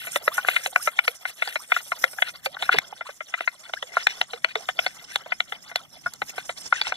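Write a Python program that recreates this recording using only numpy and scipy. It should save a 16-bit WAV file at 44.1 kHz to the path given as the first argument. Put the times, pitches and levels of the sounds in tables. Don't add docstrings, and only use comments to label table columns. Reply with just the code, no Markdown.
import sys
import numpy as np
from scipy import signal
from scipy.fft import rfft, irfft, next_fast_len
from scipy.io import wavfile
from scipy.ndimage import uniform_filter1d, map_coordinates

SR = 44100
rng = np.random.default_rng(int(sys.argv[2]) if len(sys.argv) > 2 else 0)


def wav_record(signal):
    frames = np.transpose(np.atleast_2d(signal))
    bounded = np.clip(frames, -1, 1)
    quanta = np.round(bounded * 32767).astype(np.int16)
    wavfile.write(sys.argv[1], SR, quanta)


N = 307244
TIME = np.arange(N) / SR
FFT_SIZE = next_fast_len(N, True)
FFT_HZ = np.fft.rfftfreq(FFT_SIZE, 1 / SR)

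# t/s, ring length/s, base level/dB, focus f/Hz, roll-off/(dB/octave), main ring f/Hz
POCKET_BURSTS = [(0.0696, 0.01, -28, 2200, 14, 1457), (0.159, 0.004, -18, 2700, 7.5, 1290),
                 (0.2777, 0.0027, -11.5, 1760, 15, 1305), (0.3796, 0.0089, -17, 1440, 21.5, 1522),
                 (0.4483, 0.0015, -25.5, 1410, 23.5, 1530), (0.485, 0.0029, -12, 2040, 14.5, 1412),
                 (0.562, 0.0044, -9, 2410, 22.5, 1382), (0.66, 0.0024, -21.5, 3080, 8.5, 1420),
                 (0.727, 0.0049, -47.5, 900, 14, 1490), (0.7606, 0.0012, -7, 1740, 22.5, 1477),
                 (0.8737, 0.0059, -12, 1750, 18, 1342), (0.9893, 0.0023, -10.5, 2140, 19.5, 1380),
                 (1.0787, 0.0022, -12.5, 2290, 17.5, 1415), (1.253, 0.0042, -19, 1940, 19, 1455),
                 (1.422, 0.0046, -15, 2290, 15.5, 1384), (1.4745, 0.0046, -27, 3350, 7.5, 1440),
                 (1.557, 0.0049, -19, 2250, 13.5, 1386), (1.7194, 0.003, -9, 1960, 19.5, 1414),
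                 (1.7644, 0.0041, -12, 1670, 28.5, 1387), (1.9192, 0.0037, -16, 1750, 19.5, 1355),
                 (2.04, 0.0025, -9, 2030, 19, 1379), (2.131, 0.006, -41, 1920, 10.5, 1430),
                 (2.1862, 0.0036, -26.5, 1440, 22.5, 1630), (2.2225, 0.0026, -10, 2370, 15.5, 1430),
                 (2.4593, 0.0046, -20, 2560, 11, 1500), (2.568, 0.0026, -31.5, 1460, 21, 1470),
                 (2.624, 0.007, -20, 3030, 9.5, 1410), (2.692, 0.0021, -12, 1430, 24, 1434),
                 (2.727, 0.0038, -17.5, 2150, 22, 1400), (2.745, 0.0077, -36.5, 750, 0, 1400),
                 (2.785, 0.0023, -12, 2180, 18, 1512), (2.926, 0.0037, -36, 904, 27, 1690),
                 (3.0093, 0.0061, -24, 1780, 18, 1360), (3.0897, 0.0065, -39.5, 1710, 6.5, 1140),
                 (3.206, 0.0063, -26, 1900, 16, 1340), (3.339, 0.0048, -19, 2140, 17, 1316),
                 (3.407, 0.002, -24.5, 2000, 11, 1394), (3.4758, 0.0038, -12, 2020, 23, 1384),
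                 (3.694, 0.0051, -40.5, 1480, 12, 1410), (3.7355, 0.003, -22.5, 2650, 11, 1430),
                 (3.826, 0.0031, -24.5, 3340, 9.5, 1306), (3.9685, 0.0044, -13.5, 1490, 19, 1390),
                 (4.0696, 0.0012, -9.5, 2240, 16.5, 1478), (4.214, 0.0015, -13, 3000, 12, 1360),
                 (4.333, 0.0044, -27.5, 2700, 9.5, 1486), (4.446, 0.0014, -12, 2270, 17.5, 1430),
                 (4.555, 0.0037, -18.5, 2600, 10.5, 1490), (4.6875, 0.0054, -19.5, 3050, 9, 1251),
                 (4.79, 0.0029, -14.5, 2570, 12, 1430), (4.8631, 0.0044, -17, 2480, 11.5, 1482),
                 (5.158, 0.0018, -17.5, 2960, 11, 1420), (5.26, 0.0048, -43, 1560, 4.5, 1500),
                 (5.321, 0.0033, -16, 2060, 18, 1458), (5.404, 0.0017, -13, 2480, 18, 1418),
                 (5.523, 0.0037, -24.0, 2510, 12, 1384), (5.714, 0.0082, -34.5, 1880, 13.5, 1436),
                 (5.7582, 0.0016, -16.5, 2900, 11.5, 1493), (6.0605, 0.0084, -19.5, 1435, 25, 1430),
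                 (6.2182, 0.0031, -22.5, 2050, 10, 1455), (6.38, 0.0042, -25.5, 1810, 12, 1447),
                 (6.493, 0.0056, -25.5, 2410, 8.5, 1380), (6.7253, 0.0032, -7.5, 1626, 26, 1430),
                 (6.8139, 0.0036, -15.5, 2970, 13.5, 1506), (6.868, 0.0048, -26, 2820, 9.5, 1495),
                 (6.9223, 0.0013, -19.5, 1760, 16, 1450)]
# nominal f/Hz, gain/dB, ring length factor, roughness, pitch scatter, polarity
POCKET_MODES = [(710, 12, 0.96, 0.5, 0.059, 1), (1430, 0.5, 1.19, 0.52, 0.015, -0.92),
                (2142, 0, 1.53, 0.69, 0.035, 0.81), (3018, -4, 0.41, 0.96, 0.064, -0.82),
                (3908, -0.5, 2, 1, 0.087, 0.58)]
# t/s, level/dB
CRACK_HITS = [(0.161, -31.5), (1.08, -35), (2.041, -36), (2.787, -27.5), (4.071, -37.5), (4.215, -48),
              (5.1593, -34.5), (5.404, -44), (5.76, -32), (6.137, -36.5)]
# t/s, f/Hz, level/dB, decay/s
GLUG_NOTES = [(.163, 604, -24, 0.0067), (.283, 636, -30, 0.013), (0.676, 539, -25.5, 0.0038),
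              (1.081, 481, -20.5, 0.0053), (1.933, 980, -28, 0.004), (2.043, 528, -17, 0.0031),
              (2.466, 541, -15, 0.003), (2.742, 429, -11.5, 0.0035), (3.836, 506, -28, 0.0028),
              (4.336, 478, -25, 0.009), (4.559, 444, -23.5, 0.01)]
# centre t/s, centre f/Hz, level/dB
CHIRP_NOTES = [(0.324, 1200, -38.5), (0.806, 1290, -39.5), (1.608, 1200, -42.5), (2.834, 1280, -43.5),
               (3.071, 1165, -39), (3.386, 1420, -39), (3.777, 1700, -37), (5.8, 1220, -45),
               (6.76, 1710, -31)]
# centre t/s, length/s, bubble level/dB, spray level/dB
SPLASH_SWELLS = [(0.013, 0.077, -39, -60), (0.147, 0.063, -39.5, -38.5), (0.261, 0.061, -74, -44),
                 (0.36, 0.078, -43.5, -45), (0.526, 0.13, -32, -44), (0.652, 0.07, -40.5, -46.5),
                 (0.854, 0.081, -45, -44), (1.047, 0.017, -37, -49), (1.29, 0.041, -39.5, -50),
                 (1.463, 0.15, -39.5, -51.5), (1.758, 0.095, -34, -53), (2.023, 0.057, -77, -40.5),
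                 (2.278, 0.053, -35, -52.5), (2.454, 0.043, -45.5, -44.5), (2.637, 0.1, -41, -47),
                 (2.746, 0.072, -27, -45), (3.084, 0.06, -43.5, -52), (3.412, 0.095, -44.5, -77),
                 (3.992, 0.074, -38.5, -52), (4.107, 0.041, -36, -48), (4.506, 0.041, -40, -56),
                 (4.866, 0.11, -46, -45), (5.122, 0.079, -45.5, -49.5), (6.291, 0.032, -41.5, -39.5),
                 (6.391, 0.042, -40.5, -54), (6.6, 0.052, -77, -42), (6.671, 0.029, -54, -37),
                 (6.773, 0.064, -33, -41.5), (6.876, 0.087, -39.5, -43.5)]
# t/s, relative level/dB
GURGLE_RIDE = [(0.0, -51), (0.5, -49.5), (1.2, -56), (1.5, -55), (2.6, -50.5), (3.1, -61.5), (4.0, -50.5),
               (4.7, -51.5), (5.9, -56), (6.97, -51)]
FIZZ_RIDE = [(0.0, -48), (0.2, -62.5), (0.72, -55.5), (1.24, -58), (2.23, -51.5), (2.39, -62), (4.05, -50),
             (4.5, -57), (4.87, -48.5), (5.18, -58), (6.09, -56.5), (6.75, -46.5), (6.97, -53)]
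RUMBLE_RIDE = [(0.3, -62), (1.3, -74), (2.71, -60.5), (3.2, -74.5), (4.6, -64), (6.46, -62)]
# t/s, gain/dB
SPARKLE_RIDE = [(0, 14.5), (2.2, 10), (3.2, 0.5), (4, -3.5), (5.6, 1.5), (6.2, 3.5), (6.97, -15)]
# t/s, rumble boost/dB
RUMBLE_THUMPS = [(2.778, 23), (6.071, 14.5), (6.23, 13.5)]
# f/Hz, relative level/dB
GURGLE_EQ = [(350, -13), (700, 2), (980, -7.5), (1400, 0.5), (1750, -6), (2080, 5.5), (2600, -7.5),
             (3300, 4.5), (3900, -4.5), (4700, -5)]
SLOSH_EQ = [(260, -13), (450, -7), (750, -1.5), (1000, -5.5), (1450, -10), (2050, 12), (2650, 13),
            (3500, 9), (4200, 4.5), (4800, -1.5)]
FIZZ_EQ = [(3500, -2.5), (4750, -9.5), (5200, 8), (6800, 1), (9100, 0), (9900, -7), (11200, -1),
           (15000, -11)]
AIR_EQ = [(25, -11), (80, 1.5), (150, 8.5), (300, 3), (2000, -56), (15000, -46.5)]
# f/Hz, left minus right level/dB
MIC_BALANCE = [(350, -6.5), (750, -7), (1300, 0.5), (1550, 3.5), (1780, 23), (2250, 3.5), (4750, -2),
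               (5700, -10), (7000, -3)]
# f/Hz, lead of the left channel/rad
MIC_PHASE = [(340, 1.57), (1700, 0.19), (1900, 4), (2500, 3.5), (3050, 4.5), (3350, 1), (4300, 0.7),
             (5350, 4.5), (5600, -9.5), (6800, 0), (15000, -20.5)]


def pops(rough_knee_db=14, snap_hz=6180, snap_db=-11):
    out, t = np.zeros(N), np.arange(SR // 20) / SR
    treble = signal.butter(2, 4400, "high", fs=SR, output="sos")
    for start_s, length_s, level_db, focus_hz, rolloff_db, main_hz in POCKET_BURSTS:
        tuning = main_hz / POCKET_MODES[1][0]
        torn = 2 * rough_knee_db / (rolloff_db + rough_knee_db)
        for hz, mode_db, length_factor, rough, scatter, polarity in POCKET_MODES:
            pitch = hz * tuning * np.exp(scatter * rng.standard_normal())
            ring = cavity_mode(t, pitch, length_s * length_factor, rough * torn)
            loss_db = rolloff_db * abs(np.log2(hz / focus_hz))
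            add(out, start_s, polarity * at_level(ring, level_db + mode_db - loss_db))
        tear = signal.sosfilt(treble, rng.standard_normal(len(t)) * np.exp(-t / length_s))
        snap = signal.lfilter([1], [1, -1.1, .36], tear)
        loss_db = rolloff_db * abs(np.log2(snap_hz / focus_hz))
        add(out, start_s, at_level(snap, level_db + snap_db - loss_db))
    return signal.sosfilt(signal.butter(3, 450, "high", fs=SR, output="sos"), out)


def cavity_mode(t, hz, length_s, rough, tail_db=-26, tail_s=0.0083, glide=0.025, flutter_hz=900):
    attack = (1 - np.exp(-t * hz)) ** 2
    decay = np.exp(-(t / length_s) ** 1.244) + from_db(tail_db) * np.exp(-t / tail_s)
    phase = phase_of(hz * (1 + glide * np.tanh(t / length_s - .5)))
    shake = drift(flutter_hz, len(t)) + 1j * drift(flutter_hz, len(t))
    return attack * decay * np.imag((1 + rough * shake) * np.exp(1j * phase))


def cracks(decay_s=0.0014):
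    out, t = np.zeros(N), np.arange(SR // 100) / SR
    for start_s, level_db in CRACK_HITS:
        burst = rng.standard_normal(len(t)) * np.exp(-t / decay_s)
        bright = signal.lfilter([1, -1], [1, -1.15, .55], burst)
        add(out, start_s, at_level(bright, level_db))
    return out


def glugs(sag=0.126, sag_s=0.0091, climb_s=0.069, tail_db=-19, tail_s=0.02):
    out, t = np.zeros(N), np.arange(SR // 10) / SR
    for start_s, hz, level_db, decay_s in GLUG_NOTES:
        pitch = hz * (1 + sag * (2 * np.exp(-t / sag_s) - 1) + (t / climb_s) ** 2)
        attack = 1 - np.exp(-t * hz)
        decay = np.exp(-t / decay_s) + from_db(tail_db) * np.exp(-t / tail_s)
        add(out, start_s, from_db(level_db) * attack * decay * np.sin(phase_of(pitch)))
    return out


def chirps(width_s=0.012, octaves_per_s=22, flutter_hz=300):
    out, t = np.zeros(N), np.arange(-SR // 20, SR // 20) / SR
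    for centre_s, hz, level_db in CHIRP_NOTES:
        phase = phase_of(hz * 2 ** (octaves_per_s * t)) + drift(flutter_hz, len(t))
        envelope = np.exp(-(t / width_s) ** 2) * (1 + drift(flutter_hz, len(t)))
        add(out, centre_s + t[0], from_db(level_db) * envelope * np.sin(phase))
    return out


def splash_envelopes(flutter_db=3, flutter_hz=110):
    gains = sum(np.outer(from_db(levels_db), swell(centre_s, length_s / 2, steepness=3.94))
                for centre_s, length_s, *levels_db in SPLASH_SWELLS)
    return gains * from_db(flutter_db * drift(flutter_hz))


def wake(splash_gain, gurgle_db=1, drops_db=-3):
    steady_gain = from_db(gurgle_db) * fluttering(GURGLE_RIDE, flutter_db=9.5, flutter_hz=40)
    swarm = bubble_swarm(GURGLE_EQ, per_s=2400, cycles=78, spread_db=3.5, leveller_s=0.029)
    gurgle = clustered(swarm, low_hz=684, high_hz=3640, depth_db=6.5, flutter_hz=45)
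    slosh = bubble_swarm(SLOSH_EQ, per_s=4000, cycles=77, spread_db=1.5, leveller_s=0.008)
    drops = droplets(low_hz=1367, high_hz=2450, cycles=11, climb=0.035,
                     spread_db=5, rise_s=0.00063, count=1500)
    return steady_gain * gurgle + splash_gain * (slosh + from_db(drops_db) * drops)


def bubble_swarm(eq, per_s, cycles, spread_db, leveller_s, pitches=36):
    births, pitch_index, out = clicks(per_s, spread_db), rng.integers(0, pitches, N), np.zeros(N)
    low_hz, high_hz = eq[0][0], eq[-1][0]
    for k, hz in enumerate(np.geomspace(low_hz, high_hz, pitches)):
        radius, angle = from_db(-60 * hz / (cycles * SR)), 2 * np.pi * hz / SR
        kicks = births * (pitch_index == k) + 1e-18
        out += hz * signal.lfilter([0, np.sin(angle)], [1, -2 * radius * np.cos(angle), radius ** 2], kicks)
    out = coloured(out, [(low_hz / 2, -30), *eq, (high_hz * 2, -45)])
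    local_power = uniform_filter1d(out ** 2, int(leveller_s * SR))
    return out / np.sqrt(local_power + 0.0081)


def droplets(low_hz, high_hz, cycles, climb, spread_db, rise_s, count):
    out, t = np.zeros(N), np.arange(int(6 * cycles / low_hz * SR)) / SR
    for when, height, strength in rng.random((count, 3)):
        hz = low_hz * (high_hz / low_hz) ** height
        age = t * hz / cycles
        phase = phase_of(hz * (1 + climb * np.minimum(age, 4)))
        envelope = (1 - np.exp(-t / rise_s)) * np.exp(-age)
        add(out, when * N / SR, from_db(spread_db * strength) * envelope * np.sin(phase))
    return unit_power(out)


def spray(splash_gain, steady_db=3.5, splash_db=2, crackle_db=-3, wide_db=-5):
    steady_gain = from_db(steady_db) * fluttering(FIZZ_RIDE, flutter_db=5.5, flutter_hz=50)
    pings = droplets(low_hz=4300, high_hz=15000, cycles=18, climb=0.01,
                     spread_db=18, rise_s=0.0002, count=6000)
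    crackle, left, right = [coloured(clicks(per_s=1400, spread_db=0.5), FIZZ_EQ) for _ in range(3)]
    fizz = microphone_pair(coloured(pings, FIZZ_EQ) + from_db(crackle_db) * crackle)
    fizz += from_db(wide_db) * np.array([left, right])
    fizz = clustered(fizz, low_hz=5420, high_hz=13960, depth_db=5, flutter_hz=29)
    sparkle = signal.sosfiltfilt(signal.butter(2, 9000, "high", fs=SR, output="sos"), fizz)
    fizz += sparkle * (from_db(ride_db(SPARKLE_RIDE)) - 1)
    return np.hypot(steady_gain, from_db(splash_db) * splash_gain) * fizz


def clustered(x, low_hz, high_hz, depth_db, flutter_hz, bands=5):
    spectrum, centres_hz, out = rfft(x, FFT_SIZE), np.geomspace(low_hz, high_hz, bands), 0
    for weights in np.eye(bands):
        band = irfft(spectrum * np.interp(FFT_HZ, centres_hz, weights), FFT_SIZE)[..., :N]
        out += band * from_db(depth_db * np.tanh(drift(flutter_hz)))
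    return unit_power(out)


def bank_echoes(x, level_db=-25, decay_s=0.018):
    t = np.arange(SR // 5) / SR
    echoes = rng.standard_normal((2, len(t))) * np.exp(-t / decay_s)
    echoes /= np.sqrt(np.sum(echoes ** 2, axis=1, keepdims=True))
    return from_db(level_db) * signal.fftconvolve(x, echoes, axes=1)[:, :N]


def open_air(level_db=-65, ride_depth=0.99, thump_s=0.021):
    shared = rng.standard_normal(N)
    air = np.array([coloured(shared * sign + 7.2 * rng.standard_normal(N), AIR_EQ) for sign in (1, -1)])
    rumble = signal.sosfiltfilt(signal.butter(2, 400, fs=SR, output="sos"), air)
    ride = ride_db(RUMBLE_RIDE)
    thumps_db = sum(boost_db * swell(centre_s, thump_s) for centre_s, boost_db in RUMBLE_THUMPS)
    rumble_gain = from_db(ride_depth * (ride - ride.mean()) + thumps_db)
    return from_db(level_db) * (air + rumble * (rumble_gain - 1))


def microphone_pair(x):
    ratio = from_db(across_spectrum(MIC_BALANCE))
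    turn = np.exp(.5j * across_spectrum(MIC_PHASE))
    response = np.array([ratio * turn, 1 / turn]) * np.sqrt(2 / (1 + ratio ** 2))
    return irfft(rfft(x, FFT_SIZE) * response, FFT_SIZE)[:, :N]


def from_db(db):
    return 10 ** (np.asarray(db) / 20)


def unit_power(x):
    return x / np.sqrt(np.mean(x ** 2) + 1e-20)


def at_level(hit, level_db):
    return hit * from_db(level_db) * np.sqrt(.01 * SR / np.sum(hit ** 2))


def phase_of(hz):
    return 2 * np.pi * np.cumsum(hz) / SR


def across_spectrum(points):
    hz, values = np.transpose(points)
    return np.interp(np.log(FFT_HZ + 1), np.log(hz), values)


def coloured(x, eq):
    return unit_power(irfft(rfft(x, FFT_SIZE) * from_db(across_spectrum(eq)), FFT_SIZE)[:N])


def drift(rate_hz, size=N):
    steps = np.arange(size) * rate_hz / SR
    knots = rng.standard_normal(size // 10)
    return map_coordinates(knots[:int(steps[-1]) + 2], [steps], order=2, mode="nearest")


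def ride_db(ride):
    return np.interp(TIME, *np.transpose(ride))


def fluttering(ride, flutter_db, flutter_hz):
    return from_db(ride_db(ride) + flutter_db * np.tanh(drift(flutter_hz)))


def swell(centre_s, width_s, steepness=2):
    shape = np.zeros(N)
    span = slice(max(int((centre_s - 4 * width_s) * SR), 0), int((centre_s + 4 * width_s) * SR))
    shape[span] = np.exp(-np.abs((TIME[span] - centre_s) / width_s) ** steepness)
    return shape


def clicks(per_s, spread_db):
    sizes = from_db(spread_db * np.minimum(rng.exponential(1, N), 4)) * rng.choice([-1, 1], N)
    return sizes * (rng.random(N) < per_s / SR)


def add(track, start_s, sound):
    i = max(int(start_s * SR), 0)
    track[i:i + len(sound)] += sound[:max(N - i, 0)]


def scene():
    slosh_gain, spray_gain = splash_envelopes()
    water = pops() + cracks() + glugs() + chirps() + wake(slosh_gain)
    boat = microphone_pair(water) + spray(spray_gain)
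    return boat + bank_echoes(boat) + open_air()


def record(dry):
    return signal.sosfilt(signal.cheby2(16, 60, 15600, fs=SR, output="sos"), np.clip(dry, -1, 1))


dry = scene()
out = record(dry)
wav_record(out)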